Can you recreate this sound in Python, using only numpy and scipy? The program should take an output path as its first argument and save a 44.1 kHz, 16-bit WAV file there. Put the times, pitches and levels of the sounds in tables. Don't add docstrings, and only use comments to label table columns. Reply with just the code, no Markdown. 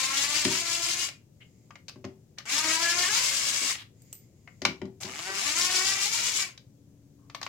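import sys
import numpy as np
from scipy import signal
from scipy.fft import rfft, irfft
from scipy.io import wavfile

SR = 44100
rng = np.random.default_rng(int(sys.argv[2]) if len(sys.argv) > 2 else 0)


def wav_out(sig):
    wavfile.write(sys.argv[1], SR, np.round(np.clip(np.atleast_2d(sig).T, -1, 1) * 32767).astype(np.int16))


N = 329868
TIME = np.arange(N) / SR

# (time [s], speed [turns per s])
SPEED_RUN_1 = [(0, 262), (.17, 275), (.41, 305), (.44, 293), (.52, 311), (.6, 341), (.7, 338), (.87, 343),
               (1.05, 361)]
SPEED_RUN_2 = [(2.44, 200.3), (2.57, 302.7), (2.659, 318.2), (2.71, 318), (2.83, 337), (2.92, 343),
               (3.08, 367.6), (3.1, 420.8), (3.14, 439), (3.2, 514), (3.3, 538), (3.61, 557.6), (3.71, 538),
               (3.85, 301)]
SPEED_RUN_3 = [(5.0, 70.15), (5.21, 168.5), (5.28, 190.8), (5.41, 199), (5.455, 287.4), (5.54, 307),
               (5.57, 336), (5.62, 355.6), (5.72, 371), (5.79, 366.7), (5.86, 384.7), (6.04, 393.6),
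               (6.12, 456), (6.3, 496), (6.34, 440.8), (6.502, 348)]
# (trigger pulled [s], full power [s], screw comes loose [s], trigger let go [s],
# a moment when the bit slips [s], level at the pull [dB], gear level [dB], housing level [dB],
# change of the gears once loose [dB])
SCREW_RUNS = [(0, 0.007, .6, 1.052, 0.3, 3, -27.5, -37.5, -1.5),
              (2.454, 2.527, 3.25, 3.71, 3.1, -18, -26.5, -36, -2),
              (5.004, 5.53, 5.95, 6.435, 5.835, -23.5, -26, -36.5, -2.5)]
# (time [s], level [dB], resonance [Hz], lift [dB])
WHINE_RUN_1 = [(.08, -52, 1060, 7.5), (.22, -51.5, 2170, 8), (.5, -52.5, 2100, 1.5), (.95, -55, 2500, -1),
               (1.04, -59.5, 2630, 19)]
WHINE_RUN_2 = [(2.45, -57.5, 1740, 0.5), (2.56, -49.5, 1720, 3.5), (2.68, -46, 1260, 6.5),
               (2.84, -45, 1690, 8), (3.13, -47, 1730, 9), (3.299, -54, 2182, 7)]
WHINE_RUN_3 = [(5.22, -58.5, 390, 2.1), (5.3, -47, 390, 9), (5.41, -55.5, 400.1, 5.37),
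               (5.48, -50, 1450, 3.1), (5.8, -45.5, 1552, 6.4), (6.1, -56.5, 2350, 4.2)]
# (frequency [Hz], level [dB])
BODY_COLOUR = [(150, -14.5), (340, -3.5), (500, -11), (700, -1.5), (1100, -1.5), (1400, -3.5), (2200, 1),
               (3200, -8), (5000, -9.5)]
# (frequency [Hz], relative level [dB per Hz])
GEAR_SPECTRUM = [(30, -49), (150, -24.5), (1500, -23), (2800, -2), (3600, -2), (5000, -0.5), (6300, -1),
                 (7600, -2), (8800, -11.5), (10500, -10.5), (13500, -21), (15800, -19.5)]
# (frequency [Hz], relative level [dB per Hz])
HOUSING_SPECTRUM = [(30, -60), (100, -19.5), (300, -7.5), (480, -19), (620, -6.5), (850, -12.5),
                    (1100, -3.5), (1600, -1.5), (2200, 4), (2900, 0), (4000, -19), (7000, -36)]
# (multiple of motor speed [-], relative level [dB])
MESH_LINES = [(9, -2), (13, -3), (14, -2), (15, 0)]
# (frequency [Hz], level [dB], 60 dB fade [s])
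STEEL_MODES = [(4750, -4.5, 0.0066), (5320, -1, 0.0059), (6460, -2, 0.006), (7200, -3, .005)]
# (frequency [Hz], level [dB], 60 dB fade [s])
TOOL_RESONANCES = [(1086, -19.5, 0.22), (2274, -5, 0.022), (2853, -9, 0.012), (6650, -11, .008),
                   (7500, -22.5, .035)]
# (frequency [Hz], left minus right [dB])
DRIVER_BALANCE = [(200, 3.5), (600, 3), (1100, 9.5), (2200, 1), (4500, 4.5), (8000, 10), (14000, 3)]
# (frequency [Hz], relative level [dB per Hz])
BACKGROUND_SPECTRUM = [(20, -22), (45, -23), (70, -12.5), (115, -1.5), (160, -8.5), (300, -17),
                       (520, -24.5), (850, -38.5), (1400, -44.5), (4000, -46.5), (6800, -41), (9500, -50),
                       (16000, -48)]
# (frequency [Hz], rms level before panning [dB])
HUM_TONES = [(70.7, -82), (141.4, -71), (212, -72.5), (283, -64.5)]
# (time [s], clack level [dB], tick level [dB], clack pitch [Hz], left minus right [dB])
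CONTACTS = [(0.45, -18, -18.5, 2330, 0), (1.087, -29, -33, 2195, 0), (1.706, -35.5, -52.5, 1170, 6),
            (1.755, -35.5, -47.5, 2150, 3), (1.882, -40.5, -38.5, 2590, 10), (1.894, -38.5, -47, 2600, 4),
            (1.958, -47.5, -63, 1090, 5), (2.042, -30, -45, 580, 3), (2.049, -35.5, -41.5, 1094, 2.5),
            (2.384, -37.5, -31, 1820, 7.5), (3.752, -30.5, -33.5, 2000, 3), (4.475, -35, -57.5, 2124, 6),
            (4.618, -26.5, -31.5, 605, 8), (4.6507, -9, -15.5, 2300, 4), (4.678, -34, -42, 2210, -1),
            (4.816, -31, -46.5, 955, 5), (4.853, -46.5, -51, 1100, 3), (5.031, -34, -32, 2310, 12.5),
            (5.051, -36, -33.5, 2370, 5), (5.19, -29, -32, 1129, 5), (6.576, -47.5, -41, 2080, 2),
            (7.298, -38, -46, 1145, 2), (7.347, -25, -32, 1125, 4), (7.414, -28.5, -36, 1120, 3),
            (7.429, -29.5, -28, 1110, 2), (7.464, -23, -35.5, 1105, 3)]
# (frequency [Hz], relative level [dB per Hz])
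CLACK_SPECTRUM = [(100, -38.5), (300, -21), (600, 7), (1100, 4.5), (2200, 6), (3000, 1.5), (5000, -51)]
# (frequency [Hz], relative level [dB per Hz])
TICK_SPECTRUM = [(1500, -21), (3000, -6.5), (4500, -4.5), (6500, -8), (9000, -27.5), (15000, -34)]
# (time [s], level [dB], cut-off [Hz])
SILL_KNOCKS = [(.45, -24.5, 650), (1.958, -46.5, 900), (2.043, -35.5, 1300), (4.618, -34.5, 1200),
               (4.653, -34.5, 1500), (4.68, -34.5, 900), (4.816, -30, 800), (5.044, -38.5, 800)]
# (frequency [Hz], relative level [dB], 60 dB fade [s])
SILL_MODES = [(92, -11.5, .2), (120, -10.5, 0.15), (166, -16, 0.1), (221, -2.5, 0.12), (256, -2.5, 0.15),
              (330, -3, 0.11), (381.7, -3, 0.35), (602, -7, 0.17)]
# (frequency [Hz], relative level [dB per Hz])
THUD_SPECTRUM = [(40, -46.5), (85, 0), (140, 5.5), (240, 5.5), (380, -0.5), (520, -13.5), (800, -9),
                 (1500, -31)]
# (time [s], length [s], level [dB], pitch [Hz], 60 dB fade of the ring [s])
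SCRAPES = [(0.97, 0.12, -48, 2830, 0.069), (1.403, 0.038, -59, 2920, 0.007), (1.4, 0.03, -60, 2130, 0.043),
           (1.881, 0.021, -46.5, 4730, 0.0013), (2.372, 0.045, -53, 1829, 0.0031),
           (3.138, .06, -31.5, 4800, 0.0012), (3.603, 0.073, -52.5, 378, 0.013),
           (3.687, 0.045, -38.5, 2117, 0.0044), (3.773, 0.064, -49, 3550, 0.0015),
           (5.001, 0.049, -44, 6800, .0012), (5.85, 0.52, -46.5, 2334, 0.031),
           (6.349, 0.13, -43.5, 2308, 0.045), (6.36, .13, -56, 1096, 0.081), (7.167, .13, -76.5, 1090, .02)]
# (time [s], length [s], level [dB])
HISS_SWELLS = [(1.302, 0.56, -72.5), (3.921, 0.41, -65), (4.221, 0.67, -71.5)]
# (frequency [Hz], relative level [dB per Hz])
SWELL_SPECTRUM = [(1500, -28), (2100, -3), (2600, -12), (4200, -15.5), (5100, -4.5), (5700, -18),
                  (6700, 0.5), (7600, -5.5), (9000, -23)]
# (time [s], level [dB])
SCREW_PINGS = [(4.02, -51.5), (4.128, -32), (4.152, -46), (7.353, -52), (7.415, -52), (7.455, -51)]

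GEAR_RATIO = 53.5
FREE_SPEED = 459
LOOSEN_S = 0.077
LOOSE_HOUSING_DB = -3
HOUSING_BUILD = 0.63
GEAR_STOP_DB_PER_S, HOUSING_STOP_DB_PER_S = 356, 252
SLIP_DB, SLIP_SHARPNESS = 6.5, 1.3
HALF_SLIP_DB = 2
LOOSE_SLIP, HOUSING_SLIP = 0.52, 0.5
SKIP_S, SKIP_WIDTH_S, SKIP_DB = 0.436, 0.0099, 5
BACKGROUND_DB = -57
PING_HZ, PING_T60_S = 13960, 0.17
ROOM_T60_S = 0.22
CUTOFF_HZ = 15950


def from_db(db):
    return np.exp(np.asarray(db) * (np.log(10) / 20))


def rms_one(x):
    return x / np.sqrt(np.mean(x ** 2) + 1e-20)


def in_time(rows):
    s, *columns = np.transpose(rows)
    return [np.interp(TIME, s, c) for c in columns]


def drift(rate):
    step = 40
    r = np.exp(-2 * np.pi * rate * step / SR)
    noise = rng.standard_normal(N // step + 2002)
    slow = signal.lfilter([1], [1, -2 * r, r * r], noise)[2000:]
    return np.interp(np.arange(N) / step, np.arange(len(slow)), rms_one(slow))


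def cut(x, order, hz, kind="low"):
    return signal.sosfilt(signal.butter(order, hz, kind, fs=SR, output="sos"), x)


def colour(x, spectrum, size=4096):
    hz, db = np.transpose(spectrum)
    grid = np.maximum(np.arange(size // 2 + 1) * SR / size, 1)
    cepstrum = irfft(np.log(from_db(np.interp(np.log(grid), np.log(hz), db))))
    cepstrum[1:size // 2] *= 2
    cepstrum[size // 2 + 1:] = 0
    kernel = irfft(np.exp(rfft(cepstrum)))
    return signal.oaconvolve(x, np.array(kernel, ndmin=x.ndim), axes=-1)[..., :x.shape[-1]]


def ring(clicks, hz, t60):
    r, w = from_db(-60 / (t60 * SR)), 2 * np.pi * hz / SR
    return signal.lfilter([0, np.sin(w)], [1, -2 * r * np.cos(w), r * r], clicks + 1e-18)


def stereo_noise(size, split_hz=1100):
    shared = cut(rng.standard_normal(size), 1, split_hz)
    return shared + cut(rng.standard_normal((2, size)), 1, split_hz, "high")


def add(track, s, sound):
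    start = max(round(s * SR), 0)
    track[..., start:start + sound.shape[-1]] += sound[..., :max(N - start, 0)]


def pan(x, left_db):
    return x * from_db([[left_db / 2], [-left_db / 2]])


def room(x, tail_db):
    t = np.arange(SR // 2) / SR
    bass = cut(rng.standard_normal(len(t)), 2, 500)
    field = bass + cut(rng.standard_normal((2, len(t))), 2, 600, "high")
    tinted = colour(field, [(3000, 1.5), (7000, -4.0), (15000, 0.5)])
    tail = rms_one(tinted * from_db(-60 * t / ROOM_T60_S) * (t > .005))
    echoes = signal.fftconvolve(np.atleast_2d(x), tail / np.sqrt(len(t)), axes=1)[:, :N]
    return x + from_db(tail_db) * echoes


def load(turns, speed):
    gains = np.zeros((3, N))
    skip_db = -SKIP_DB * np.exp(-((TIME - SKIP_S) / SKIP_WIDTH_S) ** 2)
    for pull, full, loose_s, let_go, slips, pull_db, gear_db, housing_db, loose_db in SCREW_RUNS:
        run = slice(max(round(pull * SR), 0), round(let_go * SR) + SR // 3)
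        t = TIME[run]
        build_db = np.interp(t, [pull, full], [pull_db, 0])
        loose = np.clip((t - loose_s) / LOOSEN_S + .5, 0, 1)
        coasting = np.maximum(t - let_go, 0)
        angle = 2 * np.pi * (turns[run] - np.interp(slips, t, turns[run])) / GEAR_RATIO
        slip, half_slip = np.exp(SLIP_SHARPNESS * (np.cos([angle, angle + np.pi]) - 1))
        dips_db = SLIP_DB * slip + HALF_SLIP_DB * half_slip ** 2
        slip_db = skip_db[run] - np.where(speed[run] > FREE_SPEED, LOOSE_SLIP, 1) * dips_db
        gears = gear_db + build_db + slip_db + loose_db * loose
        gears = gears - GEAR_STOP_DB_PER_S * coasting
        stop_db = -HOUSING_STOP_DB_PER_S * coasting
        housing = housing_db + HOUSING_BUILD * build_db + HOUSING_SLIP * slip_db
        housing = housing + LOOSE_HOUSING_DB * loose + stop_db
        gains[:, run] = from_db([gears, housing, stop_db])
    return gains


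def whine(turns, speed, waver_db=4.0, spread=0.12, rough=.3, width=0.098, slow_odd_db=-5.0):
    level_db, peak_hz, lift_db = in_time(list(WHINE_RUN_1) + list(WHINE_RUN_2) + list(WHINE_RUN_3))
    out, offset, log_speed = np.zeros((2, N)), spread * drift(3.2), np.log(speed)
    within_turn, crawl = turns % 1, np.interp(speed, [210, 260], [1, 0])
    hz, db = np.transpose(BODY_COLOUR)
    for k in range(1, 11):
        log_hz = np.log(k) + log_speed
        body_db = np.interp(log_hz, np.log(hz), db)
        peak_db = lift_db / (1 + ((log_hz - np.log(peak_hz)) / width) ** 2)
        odd_db = crawl * (k % 2) * slow_odd_db
        gain = from_db(level_db + body_db + peak_db + waver_db * drift(24) + odd_db)
        angle = 2 * np.pi * (k * within_turn + rng.random()) + rough * drift(60)
        out += gain * np.cos(np.float32([angle, angle + k * offset]))
    return np.sqrt(2) * out


def repeat_each_turn(x, period, share, size=64):
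    out, places = x[0] + 1j * x[1], np.arange(N, dtype=float)
    earlier = places - period
    for n in range(size, N, size):
        now, past = slice(n, n + size), slice(max(n - 5 * size, 0), n)
        out[now] += share[now] * np.interp(earlier[now], places[past], out[past])
    return np.array([out.real, out.imag])


def rasp(speed, spectrum, recur, bite, grain_db, flutter_db, loose=0.46):
    slow_bite = bite * np.clip(350 / speed, .7, 2.2)
    press = np.exp(slow_bite * np.cos(2 * np.pi * np.cumsum(speed) / SR)) * from_db(grain_db * drift(300))
    share = np.clip(recur * np.interp(speed, [400, 520], [1, loose]), 0, .9)
    fresh = press * np.sqrt(1 - share ** 2) * stereo_noise(N)
    rubbing = repeat_each_turn(fresh, SR / speed, share)
    return rms_one(colour(rubbing * from_db(flutter_db * drift(30)), spectrum))


def mesh(turns, blur=2.2, waver_db=2.5):
    out, within_turn = np.zeros((2, N)), turns % 1
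    for order, db in MESH_LINES:
        gain = from_db(db + waver_db * drift(25))
        for channel in out:
            channel += gain * np.cos(np.float32(2 * np.pi * order * within_turn + blur * drift(70)))
    return rms_one(out)


def chatter(knocks_per_s=450, size_db=3.5, flutter_db=4.0):
    out, count = np.zeros((2, N)), round(N / SR * knocks_per_s)
    for hz, db, t60 in STEEL_MODES:
        knocks = np.zeros((2, N))
        strength = from_db(size_db * np.clip(rng.standard_normal(count), -2, 2))
        knocks[:, rng.integers(0, N, count)] = rng.choice([-1, 1], (2, count)) * strength
        out += from_db(db + flutter_db * drift(22)) * rms_one(ring(knocks, hz, t60))
    return out


def tool_ringing(modes_db=-2.5):
    shaking = cut(stereo_noise(N), 2, 500, "high")
    out = np.zeros((2, N))
    for hz, db, t60 in TOOL_RESONANCES:
        out += from_db(db + modes_db + 2.2 * drift(4.4)) * rms_one(ring(shaking, hz, t60))
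    return out


def driver(mesh_db=-11.5, chatter_db=-11.0, rattle_db=0.93, wobble=0.003026, jitter=0.00704):
    speed, = in_time(list(SPEED_RUN_1) + list(SPEED_RUN_2) + list(SPEED_RUN_3))
    speed = speed * (1 + wobble * drift(15.16) + jitter * drift(200))
    turns = np.cumsum(speed) / SR
    gear_load, housing_load, motor_load = load(turns, speed)
    tone = whine(turns, speed)
    rattle = rasp(speed, HOUSING_SPECTRUM, recur=0.29, bite=0.38, grain_db=2.0, flutter_db=2.0)
    gears = rasp(speed, GEAR_SPECTRUM, recur=0.63, bite=0.28, grain_db=1.0, flutter_db=1.5)
    gears = gears + from_db(mesh_db) * mesh(turns) + from_db(chatter_db) * chatter()
    housing = rattle * from_db(rattle_db) + tool_ringing()
    tool = gear_load * gears + housing_load * housing + motor_load * tone
    left, right = room(tool, tail_db=-9.0)
    left = colour(left, [(hz, db / 2) for hz, db in DRIVER_BALANCE])
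    right = colour(right, [(hz, -db / 2) for hz, db in DRIVER_BALANCE])
    return np.array([left, right])


def background(hum_from_s=6.6):
    shared, apart = rng.standard_normal((2, N))
    apart = colour(apart, [(100, -21.5), (350, -6.5), (1000, -4.0), (3000, 1.0)])
    air = rms_one(colour(shared + apart * [[1], [-1]], BACKGROUND_SPECTRUM)) * from_db(BACKGROUND_DB)
    hum = sum(from_db(db) * np.sqrt(2) * np.sin(2 * np.pi * hz * TIME) for hz, db in HUM_TONES)
    fade_in = np.clip((TIME - hum_from_s) / 0.13, 0, 1)
    return pan(air + hum * fade_in, left_db=4.5)


def taps(clack_db=-6.0, tick_db=4.0, clack_t60=0.032, tick_t60=0.025, ring_t60=0.021, ring_db=-1.5,
         rise_s=0.0013):
    out, t = np.zeros((2, N)), np.arange(4096) / SR
    for s, level_db, bright_db, hz, left_db in CONTACTS:
        body, edge = stereo_noise(4096, split_hz=3800), stereo_noise(4096)
        clack = from_db(level_db + clack_db - 60 * t / clack_t60) * rms_one(colour(body, CLACK_SPECTRUM))
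        pitch = from_db(level_db + ring_db - 60 * t / ring_t60) * np.sin(2 * np.pi * hz * t)
        tick = from_db(bright_db + tick_db - 60 * t / tick_t60) * rms_one(colour(edge, TICK_SPECTRUM))
        burst = (clack + pitch + tick) * (1 - np.exp(-t / rise_s))
        add(out, s, pan(cut(burst, 2, 220, "high"), left_db))
    return out


def sill(level_db=-3.5, spread_db=0.5, thud_db=-6.5, thud_t60=0.31):
    out, t = np.zeros((2, N)), np.arange(SR // 2) / SR
    hz, mode_db, t60 = np.transpose(SILL_MODES)[:, :, None]
    modes = from_db(mode_db + level_db - 60 * t / t60) * np.sin(2 * np.pi * hz * t)
    count = len(SILL_MODES)
    for s, db, soft_hz in SILL_KNOCKS:
        strengths = (-1) ** np.arange(count) * from_db(spread_db * rng.standard_normal(count))
        thud = rms_one(colour(stereo_noise(len(t)), THUD_SPECTRUM)) * from_db(thud_db - 60 * t / thud_t60)
        add(out, s, from_db(db) * cut(thud + strengths @ modes, 2, soft_hz))
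    return pan(out, left_db=4.5)


def scrapes(level_db=2.5):
    out = np.zeros((2, N))
    for s, length, db, hz, ring_t60 in SCRAPES:
        size = round(length * SR)
        noise = cut(stereo_noise(size), 2, min(hz / 2, 1000), "high")
        ringing = signal.get_window(("tukey", .5), size) * rms_one(ring(noise, hz, ring_t60))
        add(out, s, from_db(db + level_db) * ringing)
    return pan(out, left_db=1.5)


def swells():
    out = np.zeros((2, N))
    for s, length, db in HISS_SWELLS:
        size = round(length * SR)
        hiss = colour(stereo_noise(SR), SWELL_SPECTRUM)[:, :size]
        add(out, s, from_db(db) * signal.get_window("cosine", hiss.shape[1]) * rms_one(hiss))
    return out


def screws(level_db=-15.5, split_hz=110, tick_hz=7900, tick_t60=0.025, tick_ring_t60=0.0033):
    out, t = np.zeros((2, N)), np.arange(SR // 4) / SR
    pair = np.sin(2 * np.pi * PING_HZ * t) + np.sin(2 * np.pi * (PING_HZ - split_hz) * t)
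    ping = pair * from_db(level_db - 60 * t / PING_T60_S)
    for s, db in SCREW_PINGS:
        tick = rms_one(ring(stereo_noise(len(t)), tick_hz, tick_ring_t60)) * from_db(-60 * t / tick_t60)
        add(out, s, from_db(db) * (tick + ping))
    return out


def scene():
    handling = taps() + sill() + scrapes() + screws()
    return driver() + background() + room(handling, tail_db=-6.0) + swells()


def record(dry):
    return signal.sosfilt(signal.ellip(12, .1, 70, CUTOFF_HZ, fs=SR, output="sos"), dry)


dry = scene()
out = record(dry)
wav_out(out)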